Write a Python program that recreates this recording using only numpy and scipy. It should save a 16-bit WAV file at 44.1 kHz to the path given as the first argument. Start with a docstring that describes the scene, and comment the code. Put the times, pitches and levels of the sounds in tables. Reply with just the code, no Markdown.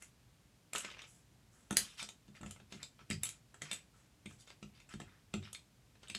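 """Plastic bricks on a table, small furnished room

Hands pick up small plastic bricks and press them together over a studded baseplate on a table.
Bricks click and rattle as contacts ring their damped modes; presses push the table top into a low thump.
Fingers and pieces slide with a dry rustle made of tiny slips. The bricks reach the microphone directly
and by the walls, the thumps mostly directly, over faint house rumble and microphone hiss."""
import sys
import numpy as np
from scipy import signal
from scipy.fft import rfft, irfft
from scipy.io import wavfile

SR = 44100
rng = np.random.default_rng(int(sys.argv[2]) if len(sys.argv) > 2 else 0)


def ratio_of_db(decibels):
    """Turn decibels (scalar or array-like) into linear amplitude factors; 0 dB maps to 1."""
    return 10 ** (np.asarray(decibels, float) / 20)


def to_wav(s):
    """Save 16-bit WAV."""
    ch = np.atleast_2d(s).T  # columns
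    pcm = np.round(np.clip(ch, -1, 1) * 32767)  # PCM
    wavfile.write(sys.argv[1], SR, pcm.astype(np.int16))


N = 272538  # samples

# brick clicks: start_s, body_db, body_focus_hz, dull_db, bright_db (peak level of each family)
BRICK_CLICKS = [(0.0215, -45.5, 2000, -54, -43), (0.7321, -33.5, 2400, -40, -30.5),
                (0.7497, -37, 3350, -31, -37), (0.7574, -29, 2430, -37.5, -33),
                (0.7805, -38, 2680, -55, -31.5), (0.805, -40, 2500, -49, -40),
                (0.847, -31, 2430, -39.5, -42), (0.9009, -44, 3040, -60, -53),
                (0.9128, -44, 2450, -51, -50), (0.9378, -44, 2430, -60, -65), (0.9462, -44, 2440, -57, -62),
                (0.9683, -50, 2580, -48.5, -64), (0.9904, -43, 2480, -53, -56),
                (1.0174, -42, 3000, -51, -47.5), (1.0394, -48, 2440, -51, -60),
                (1.7076, -34.5, 2800, -30, -29), (1.7253, -41, 2450, -42, -38),
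                (1.7689, -14, 3900, -34, -11), (2.0264, -34, 3900, -41, -34.5),
                (2.0876, -38.5, 3310, -48, -43), (2.2795, -57, 3650, -59.5, -61),
                (2.3501, -50.5, 1940, -57, -69), (2.4109, -49, 2690, -51, -50),
                (2.4305, -48, 2580, -43.5, -51), (2.461, -43.5, 2590, -47.5, -47.5),
                (2.5082, -45, 2720, -50, -39.5), (2.5607, -53.5, 1870, -51, -63),
                (2.5985, -54, 2550, -50.5, -64), (2.7229, -41, 3070, -45, -47),
                (2.8286, -34, 4430, -47, -36.5), (2.9905, -52, 2590, -50.5, -69),
                (3.1007, -34, 3170, -46, -33.5), (3.1091, -27.5, 2720, -43, -32),
                (3.1288, -34.5, 4760, -59, -45), (3.2328, -31, 2800, -43.5, -22),
                (3.2545, -36.5, 3607, -46.5, -36), (3.2667, -39.5, 3080, -51, -38),
                (3.2895, -37.5, 3556, -61, -32.5), (3.5417, -52.5, 2700, -47.5, -51),
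                (3.6183, -32, 2300, -40.5, -34.5), (3.713, -27, 3000, -44, -31.5),
                (3.7295, -31.5, 2800, -45, -30.5), (4.2573, -40.5, 2630, -51, -47),
                (4.3084, -54.5, 2290, -51.5, -58), (4.4736, -50, 2700, -54, -54.5),
                (4.5011, -46, 1850, -51, -54), (4.6263, -44.5, 2700, -47.5, -50.5),
                (4.8003, -51.5, 2670, -60, -55.5), (4.89, -53, 1860, -51.5, -52.5),
                (4.9372, -45, 2950, -44, -48), (5.0, -42.5, 2920, -40, -46.5),
                (5.0143, -45.5, 2690, -58, -58), (5.3383, -29, 2420, -33, -36),
                (5.4256, -50, 2710, -53, -56), (5.4504, -44, 2630, -58, -62),
                (5.529, -43, 3620, -49, -38.5), (5.547, -38, 3530, -65, -42),
                (6.0307, -46, 3050, -50.5, -55.5), (5.953, -57, 2300, -58, -68),
                (6.072, -50, 2900, -60, -62), (6.0821, -47, 3630, -58, -47), (6.098, -34, 2840, -52, -37),
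                (6.1487, -23.5, 3800, -46, -35)]
# modes of a brick, one list a family (body, dull, bright): pitch_hz, relative_level_db
BRICK_MODES = [
    [(2050, -1.5), (2450, 0), (2750, 0), (3150, 1.5), (3660, 1.5), (4150, -1), (4750, 1)],
    [(650, -4.5), (850, -4), (1070, -2), (1370, 5), (1700, 2.5)],
    [(5300, 3.5), (5800, 0), (6280, 5.5), (6900, 6), (7550, 5.5), (7950, 5), (8400, -6), (9250, 3),
     (10150, 4), (10850, 1.5), (11500, -3), (12300, -21), (13100, -5.5), (14200, -32.5)],
]
# decay of small, heavily damped plastic, one value a family (body, dull, bright): t60_s
BRICK_DECAYS = (.0065, .008, .006)
# presses and knocks on the table: start_s, level_db (before the push softens it), deep_against_main_db
TABLE_THUMPS = [(0.748, -50.5, -30), (0.846, -51, -21), (1.71, -28.5, -30), (1.769, -43.5, -18),
                (2.023, -49.5, -27), (2.285, -48, -7.5), (2.408, -45, -7), (2.43, -40.5, -6.5),
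                (2.46, -42.5, -3), (2.615, -54, -8), (2.722, -46, -15), (2.748, -43, -10.5),
                (2.999, -57.5, -3), (3.102, -31.5, -8), (3.128, -42, 3.5), (3.618, -50, -3),
                (3.713, -47.5, -15), (4.258, -41, -8), (4.626, -42, -10), (4.94, -39, -5),
                (5.001, -43.5, -14), (5.038, -52.5, -1.5), (5.34, -30.5, -30), (5.364, -42, 0.5),
                (6.099, -49, -10), (6.152, -45.5, -22)]
# modes of the table top, three deep ones first: pitch_hz, relative_level_db, t60_s
TABLE_MODES = [(58.8, -12.5, 0.19), (98, -6, 0.21), (147.3, -3, 0.24), (205.9, -1, 0.13),
               (265, -10.5, 0.11), (321.8, -10.5, 0.12), (374.4, -15, 0.12), (460, -27.5, 0.12),
               (591, -20, 0.13)]
# spectrum of the room's rumble and the microphone's hiss: frequency_hz, relative_level_db
BACKGROUND_SPECTRUM = [(12, -69), (29, -24), (39, -9), (60, -4.5), (86, -9.5), (116, -2.5), (142, -7.5),
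                       (193, -11), (328, -16), (357, -20), (1370, -27.5), (1910, -27.5), (2460, -27.5),
                       (7520, -31.5), (16000, -40.5)]
# decay of the furnished room: frequency_hz, t60_s
ROOM_DECAY = [(200, 0.38), (1000, 0.15), (3000, 0.18), (7000, 0.2), (12000, 0.15)]
# pieces sliding under the fingers: start_s, length_s, rattle_db, rattle_focus_hz, rustle_db
SLIDE_STROKES = [(0.0, .1, -68, 2300, -66), (0.732, .135, -51, 2280, -51.5), (0.826, 0.16, -55, 2290, -75),
                 (0.965, .125, -57, 2500, -83), (1.058, 0.2, -76, 2450, -66.5), (1.509, .32, -77, 690, -74),
                 (1.75, .27, -55, 2860, -61.5), (1.974, .085, -45, 3560, -54.5),
                 (2.341, .05, -62.5, 2500, -70.5), (2.438, 0.17, -69, 2510, -71),
                 (2.7, .11, -58, 2480, -68.5), (2.792, 0.06, -60, 1990, -75), (2.983, .05, -63, 2270, -86),
                 (3.207, 0.18, -62, 2730, -71), (3.61, .25, -58, 2400, -70.5),
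                 (3.93, .19, -73.5, 1400, -77), (4.277, 0.11, -72, 2540, -67.5),
                 (4.383, .056, -63.5, 4500, -65), (4.463, 0.082, -61.5, 3200, -73.5),
                 (4.73, .15, -67, 2800, -82), (4.891, 0.08, -58, 2330, -67.5), (5.05, .2, -69, 1580, -90),
                 (5.414, 0.11, -60, 2560, -77), (6.01, 0.083, -65.5, 2400, -81)]

BODY_MODES, DULL_MODES, BRIGHT_MODES = BRICK_MODES


def evened(x):
    """Scales to rms 1."""
    return x / np.sqrt(np.mean(x ** 2) + 1e-20)


def peaked(x):
    """Scales to peak 1."""
    return x / abs(x).max()


def read(points, hz):
    """Reads a table on a log-frequency axis."""
    f, value = np.transpose(points)
    return np.interp(np.log(hz + 1), np.log(f + 1), value)


def add(mix, start_s, sound):
    """Mixes a sound in at start_s."""
    part = mix[max(round(start_s * SR), 0):][:len(sound)]
    part += sound[:len(part)]


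def coloured(x, points):
    """Filters x by a spectrum, then scales it to rms 1."""
    gain = ratio_of_db(read(points, np.fft.rfftfreq(len(x), 1 / SR)))
    return evened(irfft(rfft(x) * gain, len(x)))


def favoured(modes, focus_hz, db_per_octave):
    """The spot that is struck favours the modes near one pitch."""
    hz, db = np.transpose(modes)
    return hz, db - db_per_octave * abs(np.log2(hz / focus_hz))


def ring(hz, db, t60_s, luck, length, spread_db, detune):
    """Dying sines; each blow lands elsewhere, so strengths and pitches scatter."""
    t = np.arange(length)[:, None] / SR
    level_db = db + spread_db * luck[:len(hz)] - 60 * t / t60_s
    pitch_hz = hz * (1 + detune * luck[-len(hz):])
    return (ratio_of_db(level_db) * np.sin(2 * np.pi * pitch_hz * t)).sum(1)


def rumble_and_hiss():
    """Steady rumble of the house and hiss of the microphone: noise shaped by one spectrum."""
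    level_db = -67  # rms
    return ratio_of_db(level_db) * coloured(rng.standard_normal(N), BACKGROUND_SPECTRUM)


def slips(modes, per_s, t60_s):
    """Tiny slips of uneven size; each one rings a single brick mode. One row a mode."""
    shape, t = (len(modes), N), np.arange(400) / SR
    size_db = 3.5 * np.minimum(rng.exponential(1, shape), 5)
    impulses = ratio_of_db(size_db) * (rng.random(shape) < per_s / SR)
    envelope = ratio_of_db(-60 * t / t60_s) * (1 - np.exp(-t / 0.0006))
    grains = [envelope * np.sin(2 * np.pi * hz * t) for hz, _ in modes]
    return np.array([evened(y) for y in signal.oaconvolve(impulses, grains, axes=1)[:, :N]])


def sliding():
    """A low rattle and a high rustle of slips swell and fade with each stroke."""
    out = np.zeros(N)
    rise_s = .027  # every stroke is strongest this soon, then eases off
    low_modes = DULL_MODES + BODY_MODES + BRIGHT_MODES[:2]
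    low = slips(low_modes, per_s=220., t60_s=.006)
    _, high_db = favoured(BRIGHT_MODES, 8200., 9.5)
    high = evened(ratio_of_db(high_db) @ slips(BRIGHT_MODES, per_s=500., t60_s=.004))
    for start_s, length_s, rattle_db, focus_hz, rustle_db in SLIDE_STROKES:
        at = round(start_s * SR) + np.arange(round(length_s * SR))
        effort = np.interp(at / SR - start_s, [0, rise_s, length_s], [.15, 1, 0]) ** 1.14
        colour = ratio_of_db(favoured(low_modes, focus_hz, 7.0)[1])
        rattle = colour @ low[:, at] / np.linalg.norm(colour)
        add(out, start_s, effort * (ratio_of_db(rattle_db) * rattle + ratio_of_db(rustle_db) * high[at]))
    return out


def clicks():
    """Each contact chatters for a moment and rings the three families of brick modes."""
    out, ms = np.zeros(N), np.arange(900) / SR * 1000
    soft_onset = 1 - np.exp(-np.arange(800) / 13.6)
    # studs rub briefly before they seat, faint against the body modes
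    rub_s, rub_db = .008, -22
    rub_length = round(rub_s * SR)
    luck = rng.standard_normal((len(BRICK_CLICKS), 3 * 32 + len(ms)))
    for (start_s, body_db, body_hz, dull_db, bright_db), row in zip(BRICK_CLICKS, luck):
        # studs scrape as they seat, a quick swell and a rough fade; hard blows are over sooner
        slow = np.clip(1 - (max(body_db, bright_db) + 38.5) / 45, .3, 2)
        shape = (1 - np.exp(-ms / (.7 * slow))) * np.exp(-ms / (3.43 * slow))
        # the scrape drives all pitches alike: only its timing is random
        phases = rfft(row[96:] * shape)
        chatter = irfft(phases / abs(phases), len(ms)) * np.sqrt(shape)
        # bright pitch rises with the blow, and again as the bright modes gain on the body modes
        octaves = .006 * (bright_db + 38) + .025 * (bright_db - body_db)
        bright_hz = 7900 * 2 ** octaves
        # a hard blow shakes the whole brick, a light one only the modes near the spot
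        families = (favoured(BODY_MODES, body_hz, 15.0 * slow),
                    np.transpose(DULL_MODES),
                    favoured(BRIGHT_MODES, bright_hz, 24. * slow))
        levels_db = body_db, dull_db, bright_db
        for k, (modes, t60_s, db) in enumerate(zip(families, BRICK_DECAYS, levels_db)):
            family_luck = row[32 * k:32 * k + 32]
            ringing = soft_onset * ring(*modes, t60_s, family_luck, 800, spread_db=3.0, detune=0.024)
            add(out, start_s, ratio_of_db(db) * peaked(signal.fftconvolve(ringing, chatter)))
            if k == 0:  # the rub sounds in the body modes only
                rub = row[::-1][:rub_length] * np.linspace(.2, 1, rub_length)
                add(out, start_s - rub_s, ratio_of_db(db + rub_db) * peaked(signal.fftconvolve(ringing, rub)))
    return out


def room(x):
    """Sparse echoes of random sign, each band dying at its own speed; three tails take turns."""
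    gap_s, turns_hz = .004, 7.3  # gap before the first echo
    out, turn = np.zeros(N), np.arange(N) / SR * 2 * np.pi * turns_hz
    for k in range(3):
        taps = np.zeros(SR // 2)
        at = np.arange(round(gap_s * SR), SR // 2 - 10, 10)
        taps[at + rng.integers(0, 10, len(at))] = rng.choice([-1., 1.], len(at))
        hz, t, bands = signal.stft(taps, SR, nperseg=128)
        decay = ratio_of_db(-60 * t / read(ROOM_DECAY, hz)[:, None])
        tail = signal.istft(bands * decay, SR, nperseg=128)[1]
        # squares of the three shares always sum to 1
        share = np.sqrt(2 / 3) * np.cos(turn + k * np.pi / 3)
        out += signal.fftconvolve(x * share, tail / np.linalg.norm(tail))[:N]
    return out


def thumps():
    """A soft push of a few milliseconds rings the table top; the deep modes swell more slowly."""
    out, push, modes = np.zeros(N), np.hanning(60), np.transpose(TABLE_MODES)
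    swell = 1 - np.exp(-np.arange(14000) / SR / 0.02)
    luck = rng.standard_normal((len(TABLE_THUMPS), 32))
    for (start_s, level_db, deep_db), row in zip(TABLE_THUMPS, luck):
        main = ring(*modes[:, 3:], row[:16], 14000, spread_db=1.0, detune=0.006)
        deep = ring(*modes[:, :3], row[16:], 14000, spread_db=6.0, detune=0.018)
        thump = peaked(swell ** 0.18 * main) + ratio_of_db(deep_db) * peaked(swell * deep)
        add(out, start_s, ratio_of_db(level_db) * np.convolve(thump, push / push.sum()))
    return out


def scene():
    """Bricks reach the microphone directly and by the walls; the table thump is mostly direct."""
    bricks, table = clicks() + sliding(), thumps()
    walls = room(ratio_of_db(-3.0) * bricks + ratio_of_db(-10.5) * table)
    return (bricks + table + walls + rumble_and_hiss())[None]


def roll_off(x):
    """The treble ends steeply here."""
    return signal.sosfilt(signal.butter(12, 16600, fs=SR, output="sos"), x)


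def record(dry):
    """The small microphone loses the deepest bass and the very top."""
    bass_cut = signal.butter(5, 40., "high", fs=SR, output="sos")
    top_cut = signal.butter(4, 14500., fs=SR, output="sos")
    mix = signal.sosfilt(np.vstack([bass_cut, top_cut]), dry)
    return roll_off(mix)


dry = scene()
out = record(dry)
to_wav(out)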